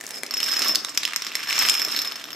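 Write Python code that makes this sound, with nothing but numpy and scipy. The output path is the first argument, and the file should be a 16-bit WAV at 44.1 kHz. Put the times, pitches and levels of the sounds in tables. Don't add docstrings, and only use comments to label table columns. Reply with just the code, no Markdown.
import sys
import numpy as np
from scipy import signal
from scipy.io import wavfile

SR = 44100
rng = np.random.default_rng(int(sys.argv[2]) if len(sys.argv) > 2 else 0)


def wav_out(sig):
    wavfile.write(sys.argv[1], SR, np.round(np.clip(np.atleast_2d(sig).T, -1, 1) * 32767).astype(np.int16))


N = 103635

UPPER_DB_PER_DB = -0.27
# (time [s], level [dB], ring [dB], tilt [dB/octave],
# clack resonance [Hz], chatter decay [s], left over right [dB])
FRONT_KNOCKS = [(0.0104, -7.5, -23, 2, 1770, 0.0018, 1.5), (0.0383, -12, -13, -2.5, 1810, 0.0042, 5),
                (0.0664, -7, -11, 12, 5640, 0.0012, 1), (0.091, -13, -14, 7, 8240, 0.0009, 4),
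                (0.1078, -7, -17, 1.5, 2300, 0.001, -3), (0.234, 0, -12, -1.5, 2160, 0.0016, 1),
                (0.2643, -9.5, -4.5, 5, 5000, 0.0022, 0), (0.309, -2.5, 0.5, -1, 4950, 0.0033, -1.5),
                (0.3389, -2, 12, -1, 7600, 0.0046, 0), (0.3692, -3.5, 12, 1, 2700, 0.0063, 1),
                (0.3765, -10, 13.5, 1, 5170, 0.0015, 0), (0.4022, 2, -3, 1.5, 3570, 0.0027, 0.5),
                (0.4298, -1.5, 5.5, -2, 2400, 0.002, -8), (0.441, -1, -13, 8, 5770, 0.0032, 1),
                (0.482, -0.5, -5, -2.5, 1650, 0.0037, -2), (0.488, -2.5, -9, 6, 3000, 0.0041, -2),
                (0.515, -3.5, 10.5, -0.5, 5440, 0.0075, -11), (0.5364, -3.5, 4, 0, 1830, 0.0038, 12),
                (0.567, -7.5, 16, 5, 5550, 0.0019, -3), (0.5919, -7, -6, -4, 5510, 0.0028, -13),
                (0.593, -1, 2, 16, 4740, 0.0022, 0), (0.6197, 5.5, 7, -1, 5160, 0.011, -5),
                (0.6457, -3, 6, 5, 2650, 0.0039, -1), (0.6828, -1, 10, 9, 5200, 0.003, 0),
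                (0.7492, 2, 5, 1.5, 4850, 0.0014, -5), (0.7565, 10, -9, 4, 4800, 0.0011, 0.5),
                (0.8482, 2, -34, -1.5, 4780, 0.00077, -3), (0.8855, -10, -23, -5, 4910, 0.0037, -10),
                (0.8932, -8, 0, 8, 7150, 0.0059, 0), (0.9485, -10.5, -9, 3, 6850, 0.0035, -1),
                (0.975, 10, -2.5, -1.5, 6100, 0.0023, 1.5), (1.0327, 2, -14, -0.5, 3410, 0.0056, -1),
                (1.039, -18, -17, 5, 3730, 0.0008, -7), (1.0523, 5, -6.5, 2, 2800, 0.0009, -4.5),
                (1.0772, -3.5, -11, -1.5, 2220, 0.0014, -4), (1.1344, -1, -13, -1.5, 2310, 0.0024, -3),
                (1.1615, 7, -6.5, -1, 5900, 0.0002, -1), (1.1673, -12, -17, 2, 7340, 0.00097, -3),
                (1.2208, -2.5, -4, -2.5, 5130, 0.0029, -1), (1.248, -6, -2, -1, 6780, 0.0013, -1),
                (1.267, -1, 2, -3.5, 5430, 0.0099, -1), (1.3184, -6.5, -16, -6.5, 2520, 0.00049, -4.5),
                (1.3533, 4.5, -1.5, 0.5, 2070, 0.0025, 0), (1.393, -9, 0, -5, 2235, 0.0026, 0),
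                (1.405, -9, -33, -2, 1930, 0.0014, -1), (1.4344, -9, -6, -3, 1466, 0.0009, 0),
                (1.4904, -5, 5, -4, 1550, 0.0023, -1), (1.4995, -1.5, -8, 0, 2220, 0.0024, 1),
                (1.508, 1.5, -27, -2, 2330, 0.00088, -3), (1.5277, 3, -3, 0, 2080, 0.0016, -1),
                (1.58, 4, -9, -4.5, 2800, 0.0009, 1), (1.5903, 5, 3, 2, 7170, 0.0017, 0.5),
                (1.598, -6, -4, -6, 5540, 0.0018, 5), (1.622, 2, 4.5, -6, 2120, 0.0022, -2),
                (1.651, 4, -8, -4, 2500, 0.004, -2), (1.661, -5, 13, 10, 2070, 0.0031, 5),
                (1.687, 7.5, -9, 1, 2800, 0.001, -2), (1.697, 10.5, -2, 6.5, 2680, 0.0035, 1),
                (1.7405, 2, 6, 3.5, 2750, 0.0075, 0), (1.7517, -1, -2, -0.5, 2540, 0.00071, -2),
                (1.7968, -1, -11, 1.5, 2500, 0.001, -1), (1.818, 0, 5, 0, 2160, 0.0015, -1),
                (1.848, -4, 8, 6, 5800, 0.0032, 2), (1.915, -9, 3, 16, 5100, 0.0025, 3),
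                (1.9192, -6, 0, -1, 5600, 0.0014, -1), (1.9473, -6.5, -12, -4, 2090, 0.003, -8),
                (1.9633, 3, -3.5, 1, 4390, 0.0014, 2), (1.9743, -3.5, -14, -1, 3940, 0.0021, -2),
                (1.99, 3, 1, 2.5, 4700, 0.0026, 1), (2.0175, -4, 4, 3, 5340, 0.001, -1),
                (2.0497, -4, -2, -1, 3900, 0.003, 1), (2.074, -14, 10.5, 3, 5350, 0.0026, -2),
                (2.121, -6.5, -3, -5.5, 4500, 0.0022, 4), (2.1567, -6.5, 0, -2, 5330, 0.0038, 1),
                (2.1789, -24, -19, -6, 3280, 0.0024, 1), (2.212, -18, -9, -8, 3400, 0.0043, 4),
                (2.241, -8.5, -10, -0.5, 3700, 0.00059, -1), (2.254, -14.5, -6, -4.5, 3200, 0.0011, 5),
                (2.287, -17, -10, -16, 3330, 0.0012, 11), (2.3053, -10, -18, -1, 3460, 0.0006, -3),
                (2.317, -19, -2, -6, 5600, 0.0017, 4), (2.3307, -9.5, -1.5, -4, 3450, 0.00052, 2)]


def knocks():
    out = np.zeros((2, N))
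    for s, db, ring_db, tilt_db, hz, chatter_s, pan_db in FRONT_KNOCKS:
        contact = BOX_CONTACT if s < BOX_UNTIL_S else FLOOR_CONTACT
        clack, low, upper = tile_impact(contact, tilt_db, hz, chatter_s, pan_db)
        parts = [clack, low, amp(UPPER_DB_PER_DB * db) * upper]
        add(out, s, amp(db) * damped(parts, ring_db, s))
    return out


CHATTER_DB, TILE_WIDTH = 4.5, 0.66
PEAK_DB, PEAK_OCTAVES = 7.5, 0.24
DETUNE, MODE_SPREAD_DB = 0.0078, 2.5
# (frequency [Hz], level [dB])
FLOOR_CONTACT = [(60, -80), (200, -11.5), (600, -16.5), (1100, -3.5), (1900, 0), (3000, 1.5), (4200, 0.5),
                 (5500, -1), (7000, -2.5), (9000, -7.5), (11200, -17.5), (13200, -16), (14500, -34),
                 (16500, -51)]
# (frequency [Hz], level [dB])
BOX_CONTACT = [(60, -49), (250, -2.5), (550, 1.5), (1100, -3.5), (1800, 1), (3200, -1), (6500, 1.5),
               (9000, -1.5), (12000, -4.5), (15000, -13), (16500, -26)]
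# (frequency [Hz], level [dB], t60 [s])
TILE_MODES = [(5268, -22, 0.069), (5314, -23, 0.051), (5723, -29.5, 0.036), (12020, -31, 0.037),
              (13080, -25, 0.017)]


def tile_impact(contact, tilt_db, peak_hz, chatter_s, pan_db, size=4400):
    t = np.arange(size) / SR
    chatter = widen(rng.standard_normal((2, size)), TILE_WIDTH) * np.exp(-t / chatter_s)
    drive = amp(CHATTER_DB) * unit(chatter)
    drive[:, 0] += 1
    response = colour(contact, tilt_db, peak_hz, PEAK_DB)
    clack = unit(signal.fftconvolve(drive, response[None], axes=1)[:, :size])
    attack = 1 - np.exp(-2 * t / chatter_s)
    modes = []
    for hz, db, t60 in TILE_MODES:
        pitch, strength, lag = rng.standard_normal(3)
        phase = 2 * np.pi * hz * (1 + DETUNE * pitch) * t + TILE_WIDTH * np.array([[lag], [-lag]])
        decay = amp(db + MODE_SPREAD_DB * strength - 60 * t / t60)
        modes.append(attack * decay * np.sin(phase))
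    pan = amp([[pan_db / 2], [-pan_db / 2]])
    return np.array([clack, modes[0], sum(modes[1:])]) * pan


UPPER_DAMPING, BOX_UPPER_DB, BOX_UNTIL_S = 0.6, -10, 0.25


def damped(parts, ring_db, s):
    clack, low, upper = parts
    upper_db = UPPER_DAMPING * ring_db + BOX_UPPER_DB * (s < BOX_UNTIL_S)
    return clack + amp(ring_db) * low + amp(upper_db) * upper


RATTLE_HZ, RATTLE_OCTAVES, RATTLE_TILT_DB, RATTLE_CHATTER_S = 2280, 0.74, -2.02, 0.002
RATTLE_PAN_DB, PAN_SPREAD_DB, CLICK_SPREAD_DB = -1.2, 0.5, 4.5
# (time [s], level [dB], ring [dB], contact rate [1/s])
JOSTLING = [(0, -43, -25, 610), (.17, -39.5, 9, 420), (.22, -50.5, -17, 310), (.33, -42.5, -21.5, 430),
            (.45, -32, 8.5, 520), (.58, -31, -5, 740), (.68, -28, 4, 980), (.79, -50, 14.5, 400),
            (.94, -41.5, -2, 550), (1.06, -37.5, -16, 380), (1.33, -37, -24, 364), (1.45, -34, -3.5, 660),
            (1.62, -24.5, -1.5, 1400), (1.78, -35, 7, 615), (1.92, -32.5, -5, 900), (2.0, -34, 5.5, 840),
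            (2.12, -37.5, -9, 460), (2.35, -47, -6, 530)]


def rattle(count=64):
    level_db, ring_db, rate = (curve(JOSTLING, column) for column in (1, 2, 3))
    sizes = amp(CLICK_SPREAD_DB * np.clip(rng.standard_normal(N), -2, 2))
    sizes /= np.sqrt(np.mean(sizes ** 2))
    touches = rng.random(N) < rate / SR
    clicks = touches * sizes * amp(level_db) * np.sqrt(SR / rate)
    tile = rng.integers(0, count, N)
    variants = [(RATTLE_TILT_DB + tilt, RATTLE_HZ * 2 ** (RATTLE_OCTAVES * pitch),
                 RATTLE_CHATTER_S, RATTLE_PAN_DB + PAN_SPREAD_DB * pan)
                for tilt, pitch, pan in rng.standard_normal((count, 3))]
    on_box = [tile_impact(BOX_CONTACT, *variant) for variant in variants]
    on_floor = [tile_impact(FLOOR_CONTACT, *variant) for variant in variants]
    out = np.zeros((2, N))
    for i in np.flatnonzero(clicks):
        s = i / SR
        impacts = on_box if s < BOX_UNTIL_S else on_floor
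        add(out, s, clicks[i] * damped(impacts[tile[i]], ring_db[i], s))
    return out


THUD_HZ, THUD_DECAY_S = 55.3, 0.0097
# (time [s], level [dB])
DRUM_LEVEL = [(0, -54.5), (.2, -55.5), (.35, -48.5), (.55, -48.5), (.69, -37), (.8, -46.5), (1.0, -53),
              (1.45, -55.5), (1.66, -46), (1.76, -45.5), (1.86, -44.5), (2.05, -49.5), (2.35, -50)]
# (frequency [Hz], level [dB])
FLOOR_SPECTRUM = [(25, -30), (45, -32), (95, -26), (150, -7.5), (185, -20.5), (220, 1.5), (260, -2),
                  (305, 4.5), (345, -5.5), (395, -0.5), (470, -4.5), (700, -1.5), (1400, -34)]
# (time [s], level [dB])
LANDINGS = [(.757, -52), (1.628, -41), (1.686, -53)]


def floor():
    rate = curve(JOSTLING, column=3)
    taps = rng.standard_normal(N) * (rng.random(N) < rate / SR) / np.sqrt(rate)
    body = signal.fftconvolve(taps, colour(FLOOR_SPECTRUM, size=4096))[:N]
    drum = unit(body) * np.sqrt(N) * amp(curve(DRUM_LEVEL))
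    out = np.array([drum, drum])
    t = np.arange(SR // 10) / SR
    thud = np.sin(2 * np.pi * THUD_HZ * t) * np.exp(-t / THUD_DECAY_S)
    for s, db in LANDINGS:
        add(out, s, amp(db) * thud[None])
    return out


ROOM_DB, ROOM_WIDTH, ROOM_ONSET_S = -7, 0.48, 0.002
# (frequency [Hz], t60 [s])
KITCHEN_DECAY = [(200, 0.98), (1000, 1), (3000, 0.39), (6000, 0.39), (14000, 0.19)]


def room(x):
    noise = widen(rng.standard_normal((2, SR // 2)), ROOM_WIDTH)
    hz, t, spectra = signal.stft(noise, SR, nperseg=256)
    decay = amp(-60 * t / read(KITCHEN_DECAY, hz)[:, None])
    tail = signal.istft(spectra * decay, SR, nperseg=256)[1]
    onset = np.minimum(np.arange(tail.shape[1]) / SR / ROOM_ONSET_S, 1)
    return signal.fftconvolve(x, amp(ROOM_DB) * unit(tail * onset), axes=1)[:, :N]


RUMBLE_DB = -64
# (frequency [Hz], level [dB])
ROOM_TONE = [(25, -1), (45, -4.5), (90, -3.5), (150, 9.5), (300, -1), (1000, -17), (8000, -41)]


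def rumble():
    noise = signal.fftconvolve(rng.standard_normal(N), colour(ROOM_TONE, size=4096))[:N]
    return amp(RUMBLE_DB) * np.sqrt(N) * unit(noise)


def amp(db):
    return 10 ** (np.asarray(db) / 20)


def unit(x):
    return x / np.sqrt(np.mean(np.sum(x ** 2, -1)) + 1e-20)


def read(points, hz):
    f, value = np.transpose(points)
    return np.interp(np.log(hz + 1), np.log(f), value)


def curve(points, column=1):
    table = np.array(points)
    return np.interp(np.arange(N) / SR, table[:, 0], table[:, column])


def add(mix, s, sound):
    part = mix[:, max(round(s * SR), 0):][:, :sound.shape[1]]
    part += sound[:, :part.shape[1]]


def widen(pair, width):
    mid, side = pair
    return np.array([mid + width * side, mid - width * side])


def colour(points, tilt_db=0, peak_hz=1000, peak_db=0, size=1024):
    hz = abs(np.fft.fftfreq(size, 1 / SR))
    octaves = np.log2(np.clip(hz, 1200, 8000))
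    peak = peak_db * np.exp(-.5 * (np.log2((hz + 1) / peak_hz) / PEAK_OCTAVES) ** 2)
    log_gain = np.log(amp(read(points, hz) + tilt_db * octaves + peak))
    minimum_phase = np.exp(np.conj(signal.hilbert(log_gain)))
    return np.fft.ifft(minimum_phase).real


KNOCK_ROOM_DB = -2


def scene():
    front, behind = knocks(), rattle()
    return front + behind + room(amp(KNOCK_ROOM_DB) * front + behind) + floor() + rumble()


MONO_BELOW_HZ, TOP_HZ = 890, 16500


def record(dry):
    highpass = signal.butter(1, MONO_BELOW_HZ, "high", fs=SR)
    side = signal.lfilter(*highpass, (dry[0] - dry[1]) / 2)
    heard = np.clip(widen([dry.mean(0), side], width=0.78), -1, 1)
    lowpass = signal.firwin(255, TOP_HZ, window=("kaiser", 9), fs=SR)
    return signal.oaconvolve(heard, lowpass[None], "same")


dry = scene()
out = record(dry)
wav_out(out)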